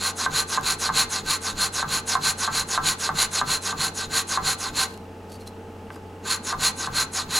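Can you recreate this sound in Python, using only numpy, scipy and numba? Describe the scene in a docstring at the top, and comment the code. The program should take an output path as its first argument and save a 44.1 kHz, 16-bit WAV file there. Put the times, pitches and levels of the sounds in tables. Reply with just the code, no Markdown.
"""In a workshop, close to a stereo microphone, a sanding block rubs to and fro along a slot in hand-held wood.
Grit noise is shaped by each stroke, by the slot (a sweeping comb and resonances) and by the ringing wood.
Many pushes end in a knock at the end of the slot: impulses ring the wood, and weaker rebounds follow.
In a pause a thumb wipes off the dust and the block is set down again: light brushes of noise, and taps.
Behind, a machine hums in wavering sines over air noise; the close sounds leave a short, dull room tail."""
import sys
import numpy as np
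from scipy import signal
from scipy.fft import rfft, irfft, next_fast_len
from scipy.io import wavfile
from scipy.ndimage import map_coordinates
from numba import njit

SR = 44100
rng = np.random.default_rng(int(sys.argv[2]) if len(sys.argv) > 2 else 0)


def master_out(mix):
    """Clip the mix to full scale and print it as 16-bit PCM to the path in sys.argv[1]."""
    frames = np.transpose(np.atleast_2d(mix))
    ceiling = np.clip(frames, -1, 1)
    pcm = np.round(ceiling * 32767).astype(np.int16)
    wavfile.write(sys.argv[1], SR, pcm)


N = 325899

# All levels are relative unless marked rms.
# machine hum lines: [f/Hz, rms level/dB]
HUM_LINES = [(91.5, -46), (199.2, -55.5), (242.2, -57), (452.2, -50), (812.9, -58), (866.7, -52.5),
             (1265, -66)]
# air noise of the workshop: [f/Hz, density/dB per Hz]
AIR_SPECTRUM = [(20, -8), (60, -9), (130, -9), (200, 0), (330, -4), (430, -1.5), (560, -8), (880, -11),
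                (1050, -15), (1500, -18), (2100, -24), (2700, -23), (3700, -30), (8000, -35), (16000, -44)]
# share of the air noise that differs between the sides: [f/Hz, side-to-mid level/dB]
AIR_WIDTH = [(30, -35), (125, -31), (250, -22), (500, -14), (2000, -5), (16000, -16)]
# held wood shuddering as the arm turns round: [f/Hz, density/dB per Hz]
SHUDDER_SPECTRUM = [(15, -21), (28, 5.5), (42, -8.5), (70, -6), (110, -15.5), (145, 3), (200, -7.5),
                    (320, -12), (700, -40)]
# small sharp ticks of grit and block: [t/s, level/dB]
GRIT_SNAPS = [(0.6114, -27), (1.263, -23), (2.1694, -31), (4.976, -34), (5.3214, -32), (5.4783, -42)]
# light brushes of skin, paper or the set-down block over the wood: [start t/s, end t/s, level/dB, squeak f/Hz]
LIGHT_BRUSHES = [(4.825, 4.99, -50, 4200), (5.278, 5.383, -48, 4530), (5.394, 5.443, -50.5, 4240),
                 (5.455, 5.5, -44.5, 4080), (5.898, 5.983, -52, 4880), (6.233, 6.26, -117, 4150)]
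# block set down on the wood: [t/s, level/dB]
BLOCK_TAPS = [(5.904, -23.5), (5.962, -30.5)]
# block against the end of the slot: [t/s, level/dB]
END_KNOCKS = [(0.262, -3), (0.575, -2), (0.891, -5), (1.828, -5), (2.153, 0), (2.477, -2.5), (2.777, -1),
              (3.091, -3), (3.414, -2.5), (3.727, -12.5), (4.374, -2.5), (6.527, -4.5), (6.873, -9)]
# resonances of wood and block: [f/Hz, width/Hz, level/dB]
WOOD_MODES = [(781, 23, -6), (902, 44, -10.5), (1050, 69, -3), (1123, 60, -4.5), (1191, 41.5, -3),
              (1281, 23, -17), (1328, 11.4, -3.5), (1545.6, 50.6, 0), (1948, 42, -10.5), (2110, 14, -8.5),
              (2632, 143, -14)]
# resonances of the slot under the block: [f/Hz, width/Hz, pull level/dB, push level/dB]
SLOT_MODES = [(4178, 65, 5, 5.5), (4445, 410, -9, -46.5), (6820, 165, -31.5, 2.5), (7124, 157, -3, -14),
              (10180, 360, -16.5, -13), (11100, 410, -10, -56)]
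# what the rough slot walls leave of each echo: [f/Hz, level/dB]
ECHO_SPECTRUM = [(6500, -7.5), (8500, -6), (10500, -34), (13000, -14)]
# shape of the top of the hiss: [f/Hz, level/dB]
TREBLE_SPECTRUM = [(5000, -10), (7500, -12), (9200, 2.5), (11500, -2), (13000, -2)]
# hiss of the grit on the pull, then on the push: [f/Hz, density/dB per Hz]
PULL_SPECTRUM = [(150, -15.5), (600, -5), (1500, -2.5), (2300, 2.5), (3200, -1), (4500, 4), (5500, 2),
                 (7100, 6), (8100, 3), (9000, -3.5), (10000, 3), (11300, 4), (12400, -20), (16000, -20)]
PUSH_SPECTRUM = [(150, -17), (600, -2), (1500, 2.5), (2300, 2.5), (3100, 1.5), (4000, 6.5), (5500, 2.5),
                 (6800, 6), (8000, 5), (8800, -2.5), (10200, 6), (11300, -3), (12400, -13), (16000, -28)]
# block drawn out of the slot: [t/s at its fastest, level/dB]
PULL_STROKES = [(0.059, -22), (0.378, -19.5), (0.694, -20.5), (0.994, -18.5), (1.317, -20), (1.629, -19),
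                (1.946, -20.5), (2.276, -18.5), (2.578, -20), (2.888, -19.5), (3.212, -18.5),
                (3.526, -19.5), (3.839, -21), (4.17, -20), (4.492, -19.5), (4.805, -18.5), (6.316, -23.5),
                (6.655, -19), (6.993, -20.5), (7.361, -19)]
# block pushed home: [t/s at its fastest, level/dB]
PUSH_STROKES = [(0.223, -19.5), (0.54, -20), (0.85, -19.5), (1.157, -20), (1.476, -19.5), (1.788, -19.5),
                (2.124, -18.5), (2.438, -20), (2.738, -20), (3.047, -20.5), (3.373, -18), (3.681, -20.5),
                (4.008, -22), (4.336, -19.5), (4.647, -22), (6.498, -22.5), (6.83, -23), (7.184, -19)]

TIME = np.arange(N) / SR  # s
SIDES = np.array([[1], [-1]])  # opposite sign on left and right
CUTOFF_HZ = 15900
SOUND_M_PER_S = 343
# length of block inside the slot, nominal
OVERLAP_OUT_M, OVERLAP_HOME_M = 0.042, 0.1
# resonance of the gap between block and slot
GAP_WIDTH_HZ = 590
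# the travel stays the same, so a louder stroke is quicker: dB of duration lost per dB of level
HURRY = 0.17
# a knock brakes the block within this time and leaves this much of the rubbing
BRAKE_S, BRAKED_DB = 0.0038, -8
# shudder: delay after the fastest moment of a push, and level where no knock ends it
SHUDDER_AFTER_S, UNKNOCKED_DB = 0.035, -2.5
# chatter after a knock: mean spacing, mean level of the first rebound, mean loss from each to the next
REBOUND_S, FIRST_REBOUND_DB, REBOUND_LOSS_DB = 0.0037, -6, 2


def from_db(db):
    """Decibels to gain."""
    return 10 ** (np.asarray(db) / 20)


def rms_one(x):
    """Scale to rms 1."""
    return x / np.sqrt(np.mean(x ** 2) + 1e-20)


def butter(x, hz, kind, order=2):
    """Causal low- or high-pass."""
    sos = signal.butter(order, min(hz, .45 * SR), kind, fs=SR, output="sos")
    return signal.sosfilt(sos, x + 1e-18)


def coloured(x, spectrum):
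    """Filter by (f/Hz, level/dB) points, joined over log frequency."""
    size = next_fast_len(N)
    hz, db = np.transpose(spectrum)
    bins_hz = np.fft.rfftfreq(size, 1 / SR)
    gain = from_db(np.interp(np.log(bins_hz + 1), np.log(hz), db))
    return irfft(rfft(x, size) * gain, size)[:N]


def drift(rate_hz):
    """Slow chance with spread 1: twice low-passed noise, drawn every 40 samples."""
    r = np.exp(-2 * np.pi * rate_hz * 40 / SR)
    noise = rng.standard_normal(N // 40 + 2002)
    slow = signal.lfilter([1], [1, -2 * r, r * r], noise)[2000:]  # drop the settling
    return np.interp(np.arange(N) / 40, np.arange(len(slow)), rms_one(slow))


def resonance(x, hz, width):
    """Two-pole resonance with gain 1 on top."""
    r = np.exp(-np.pi * width / SR)
    feed = np.array([1, 0, -1]) * (1 - r * r) / 2
    poles = [1, -2 * r * np.cos(2 * np.pi * hz / SR), r * r]
    return signal.lfilter(feed, poles, x + 1e-18)


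@njit
def moving_resonance(x, hz, width):
    """Two-pole resonance whose centre glides."""
    y, r = np.zeros(len(x)), np.exp(-np.pi * width / SR)
    for i in range(2, len(x)):
        feed = (1 - r * r) / 2 * (x[i] - x[i - 2])
        y[i] = feed + 2 * r * np.cos(2 * np.pi * hz[i] / SR) * y[i - 1] - r * r * y[i - 2]
    return y


def clicks(events, spread_db=0):
    """One impulse for each (t/s, level/dB) row, with chance in its level."""
    s, db = np.transpose(events)
    out = np.zeros(N)
    out[np.round(s * SR).astype(int)] = from_db(db + spread_db * rng.standard_normal(len(s)))
    return out


def grit(grain_db, grains_per_s, clump_db):
    """Countless tiny scratches and fewer coarse ones, bunched as the paper catches and slips."""
    sizes = from_db(3.5 * np.minimum(rng.exponential(1, N), 3.5)) * rng.choice([-1, 1], N)
    coarse = rms_one(sizes * (rng.random(N) < grains_per_s / SR))
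    fine = rng.standard_normal(N)
    bunching = from_db(clump_db * drift(60))
    return rms_one((fine + from_db(grain_db) * coarse) * bunching)


def knocks_ending(push_s):
    """Times of the knocks that cut short the stroke which is fastest at this moment."""
    return [s for s, _ in END_KNOCKS if push_s < s < push_s + .08]


def machine(hum_db, air_db, waver_hz, chirp_db, chirp_hz, turns_per_s):
    """Wavering hum lines over steady air noise, with a faint chirp on every turn of the motor."""
    hum = 0
    for hz, db in HUM_LINES:
        pitch = hz + waver_hz * np.sqrt(hz / HUM_LINES[0][0]) * drift(5.8)
        level = np.sqrt(2) * from_db(db + 0.5 * drift(2.8))
        hum = hum + level * np.sin(2 * np.pi * np.cumsum(pitch) / SR)
    once_a_turn = np.sin(np.pi * turns_per_s * TIME) ** 8
    chirp_noise = resonance(resonance(rng.standard_normal(N), chirp_hz, 330), chirp_hz, 330)
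    chirp = once_a_turn * rms_one(chirp_noise)
    mid = rms_one(coloured(rng.standard_normal(N), AIR_SPECTRUM))
    side = coloured(rms_one(coloured(rng.standard_normal(N), AIR_SPECTRUM)), AIR_WIDTH)
    air = mid + side * SIDES
    return from_db(hum_db) * hum + from_db(chirp_db) * chirp + from_db(air_db) * air


def workshop(x, t60, wet_db, dull_hz):
    """A short, dull, diffuse tail of decaying noise, different on each side; t60 in s."""
    age = np.arange(SR // 2) / SR
    tail = rng.standard_normal((2, len(age))) * from_db(-60 * age / t60) * (age > .004)
    tail = tail / np.sqrt(np.sum(tail ** 2, axis=1, keepdims=True))
    dull_tail = butter(tail, dull_hz, "low", order=1)
    return from_db(wet_db) * signal.fftconvolve(x, dull_tail, axes=1)[:, :N]


def shudder(level_db, rise_s):
    """Each push ends in a dull swell of the hand-held wood: low noise that rises and dies away."""
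    swell = np.zeros(N)
    for s, _ in PUSH_STROKES:
        age = np.maximum(TIME - s - SHUDDER_AFTER_S, 0) / rise_s
        push_db = 0 if knocks_ending(s) else UNKNOCKED_DB
        swell += from_db(push_db) * age * np.exp(1 - np.minimum(age, 50))
    return from_db(level_db) * swell * rms_one(coloured(rng.standard_normal(N), SHUDDER_SPECTRUM))


def small_sounds(snap_db, squeak_db):
    """Light brushes of grit noise, each with a faint resonant squeak, and lone snapping grains."""
    rub = grit(grain_db=-1.0, grains_per_s=760, clump_db=3.0)
    out = from_db(snap_db) * clicks(GRIT_SNAPS)
    for start, end, db, hz in LIGHT_BRUSHES:
        swell = np.sin(np.pi * np.clip((TIME - start) / (end - start), 0, 1))
        touch = from_db(db) * swell * rub
        out = out + touch + from_db(squeak_db) * resonance(touch, hz, 79)
    return butter(butter(out, 2200, "high"), 11800, "low", order=4)


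def taps(level_db):
    """The bare edge of the block touches down: the knocks' modes, lighter and a little sharper."""
    touches = clicks(BLOCK_TAPS)
    ringing = sum(from_db(db) * resonance(touches, hz, width) for hz, width, db in WOOD_MODES)
    return from_db(level_db) * butter(resonance(ringing, 1500, 1800), 4500, "low", order=4)


def knocks(level_db, contact_hz, contact_width):
    """A blunt, paper-padded blow rings the low modes; the block rebounds, on the whole ever more weakly."""
    blows, turns = list(END_KNOCKS), np.arange(10)
    for s, knock_db in END_KNOCKS:
        early, hard = rng.standard_normal((2, len(turns)))
        after_s = REBOUND_S * (turns + 1 + .25 * early)
        rebound_db = knock_db + FIRST_REBOUND_DB - REBOUND_LOSS_DB * turns + hard
        blows += zip(s + after_s, rebound_db)
    ringing = 0
    for hz, width, db in WOOD_MODES:
        # chance levels are drawn afresh, so each blow excites the modes unequally
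        ringing = ringing + from_db(db) * resonance(clicks(blows, spread_db=3.5), hz, width)
    # the padding rounds the attack and leaves only the middle of the range
    padded = butter(resonance(ringing, contact_hz, contact_width), 1740, "low", order=4)
    return from_db(level_db) * padded


def motion(strokes, length_s, fastest, steepness, wood_evenness):
    """Every stroke is one swell of speed: rubbing strength, progress along the slot, wood's share in dB."""
    strength, progress, ring_db = np.zeros((3, N))
    usual_db = np.mean([db for _, db in strokes])
    for s, level_db in strokes:
        louder_db = level_db - usual_db
        duration_s = length_s * from_db(-HURRY * louder_db)
        elapsed = fastest + (TIME - s) / duration_s  # share of the stroke
        on = (elapsed > 0) & (elapsed < 1)
        # half way along at the fastest moment
        progress[on] = elapsed[on] ** (np.log(.5) / np.log(fastest))
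        strength[on] = from_db(level_db) * np.sin(np.pi * progress[on]) ** steepness
        for knock_s in knocks_ending(s):
            strength[on] *= np.interp(TIME[on], [knock_s, knock_s + BRAKE_S], [1, from_db(BRAKED_DB)])
        # the wood rings more evenly from stroke to stroke than the grit hisses
        ring_db[on] = -wood_evenness * louder_db
    return strength, progress, ring_db


def slot_echo(x, overlap_m, echo):
    """Sound also travels the block's length in the slot, once and again: a comb that sweeps with the stroke."""
    reach_m = overlap_m * (1 + .04 * drift(3))  # no two strokes reach quite as far
    late = np.arange(N) - reach_m / SOUND_M_PER_S * SR
    once = echo * map_coordinates(coloured(x, ECHO_SPECTRUM), [late], order=3, mode="nearest")
    again = echo * map_coordinates(coloured(once, ECHO_SPECTRUM), [late], order=3, mode="nearest")
    return x + once + again


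def rasp(movement, hiss, slot_db, from_m, to_m, echo_db, glide_db, hiss_db, wood_db, ring_db,
         sheen_db, treble_db, slow_treble_db, late_treble_db):
    """Grit heard directly, through the slot and through the wood."""
    strength, progress, own_ring_db = movement
    strength = strength * from_db(.5 * drift(6))  # the hand presses unevenly
    scratch = grit(grain_db=-4.0, grains_per_s=3500, clump_db=1.16)
    direct = from_db(hiss_db) * rms_one(coloured(scratch, hiss)) * strength

    # the block rocks in the slot and detunes it a little
    rocking = 1 + .009 * drift(9)
    slot = 0
    for (hz, width, _, _), db in zip(SLOT_MODES, slot_db):
        slot = slot + from_db(db) * moving_resonance(scratch * strength, hz * rocking, width)
    slot = from_db(ring_db) * butter(slot, 12000, "low", order=4)
    overlap_m = from_m + (to_m - from_m) * (1 - np.cos(np.pi * progress)) / 2
    airborne = slot_echo(direct + slot, overlap_m, echo=from_db(echo_db))
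    # the gap beside the block resonates, lower the deeper it lies in the slot
    gap = moving_resonance(direct, SOUND_M_PER_S / overlap_m, GAP_WIDTH_HZ)
    airborne = airborne + from_db(glide_db) * gap

    # the top of the hiss changes with the speed of the block and its place along the slot
    slowness = 1 - np.sin(np.pi * progress)
    bright_db = treble_db + slow_treble_db * slowness + late_treble_db * (progress - .5)
    airborne = airborne + (from_db(bright_db) - 1) * coloured(airborne, TREBLE_SPECTRUM)

    # the wood answers the pressure of the hand, and so swells less with speed than the hiss
    pressure = grit(grain_db=-10.0, grains_per_s=870, clump_db=0.5)
    pressure = pressure * from_db(own_ring_db) * strength ** 0.85
    wood = 0
    for k, (hz, width, db) in enumerate(WOOD_MODES):
        wood = wood + (-1) ** k * from_db(db) * resonance(pressure, hz, width)

    # the highest hiss scatters and reaches each side differently
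    sheen = butter(rng.standard_normal(N), 11000, "high", order=3) * strength
    return airborne + from_db(wood_db) * wood + from_db(sheen_db) * sheen * SIDES


def scene():
    """Sanding close to the microphone, near the middle, in the room, over the hum."""
    hum = machine(hum_db=0.0, air_db=-42.5, waver_hz=0.767, chirp_db=-59.5, chirp_hz=2740, turns_per_s=27.0)
    low = hum + shudder(level_db=-38.5, rise_s=0.056)
    blows = knocks(level_db=28.0, contact_hz=940, contact_width=1070) + taps(level_db=32.5)

    _, _, pull_db, push_db = np.transpose(SLOT_MODES)
    outward = motion(PULL_STROKES, length_s=0.17, fastest=0.56, steepness=2.06, wood_evenness=0.4)
    homeward = motion(PUSH_STROKES, length_s=0.16, fastest=0.5, steepness=2.78, wood_evenness=0.14)
    pulls = rasp(outward, PULL_SPECTRUM, pull_db, OVERLAP_HOME_M, OVERLAP_OUT_M,
                 echo_db=-12.5, glide_db=-18.5, hiss_db=-5.0, wood_db=9.0, ring_db=8.0,
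                 sheen_db=-29.0, treble_db=2.5, slow_treble_db=-5.5, late_treble_db=8.5)
    pushes = rasp(homeward, PUSH_SPECTRUM, push_db, OVERLAP_OUT_M, OVERLAP_HOME_M,
                  echo_db=-3.0, glide_db=-1.5, hiss_db=-8.0, wood_db=6.5, ring_db=0.0,
                  sheen_db=-43.0, treble_db=-1.1, slow_treble_db=13.5, late_treble_db=-15.5)

    near = pulls + pushes + blows + small_sounds(snap_db=12.0, squeak_db=16.0)
    room = workshop(near, t60=0.38, wet_db=-6.5, dull_hz=1860)
    # slightly to the right
    return (near + room) * from_db([[-.25], [.25]]) + low


def record(dry):
    """The top is cut steeply."""
    top_cut = signal.ellip(12, .1, 80, CUTOFF_HZ, fs=SR, output="sos")
    return signal.sosfilt(top_cut, dry)


dry = scene()
out = record(dry)
master_out(out)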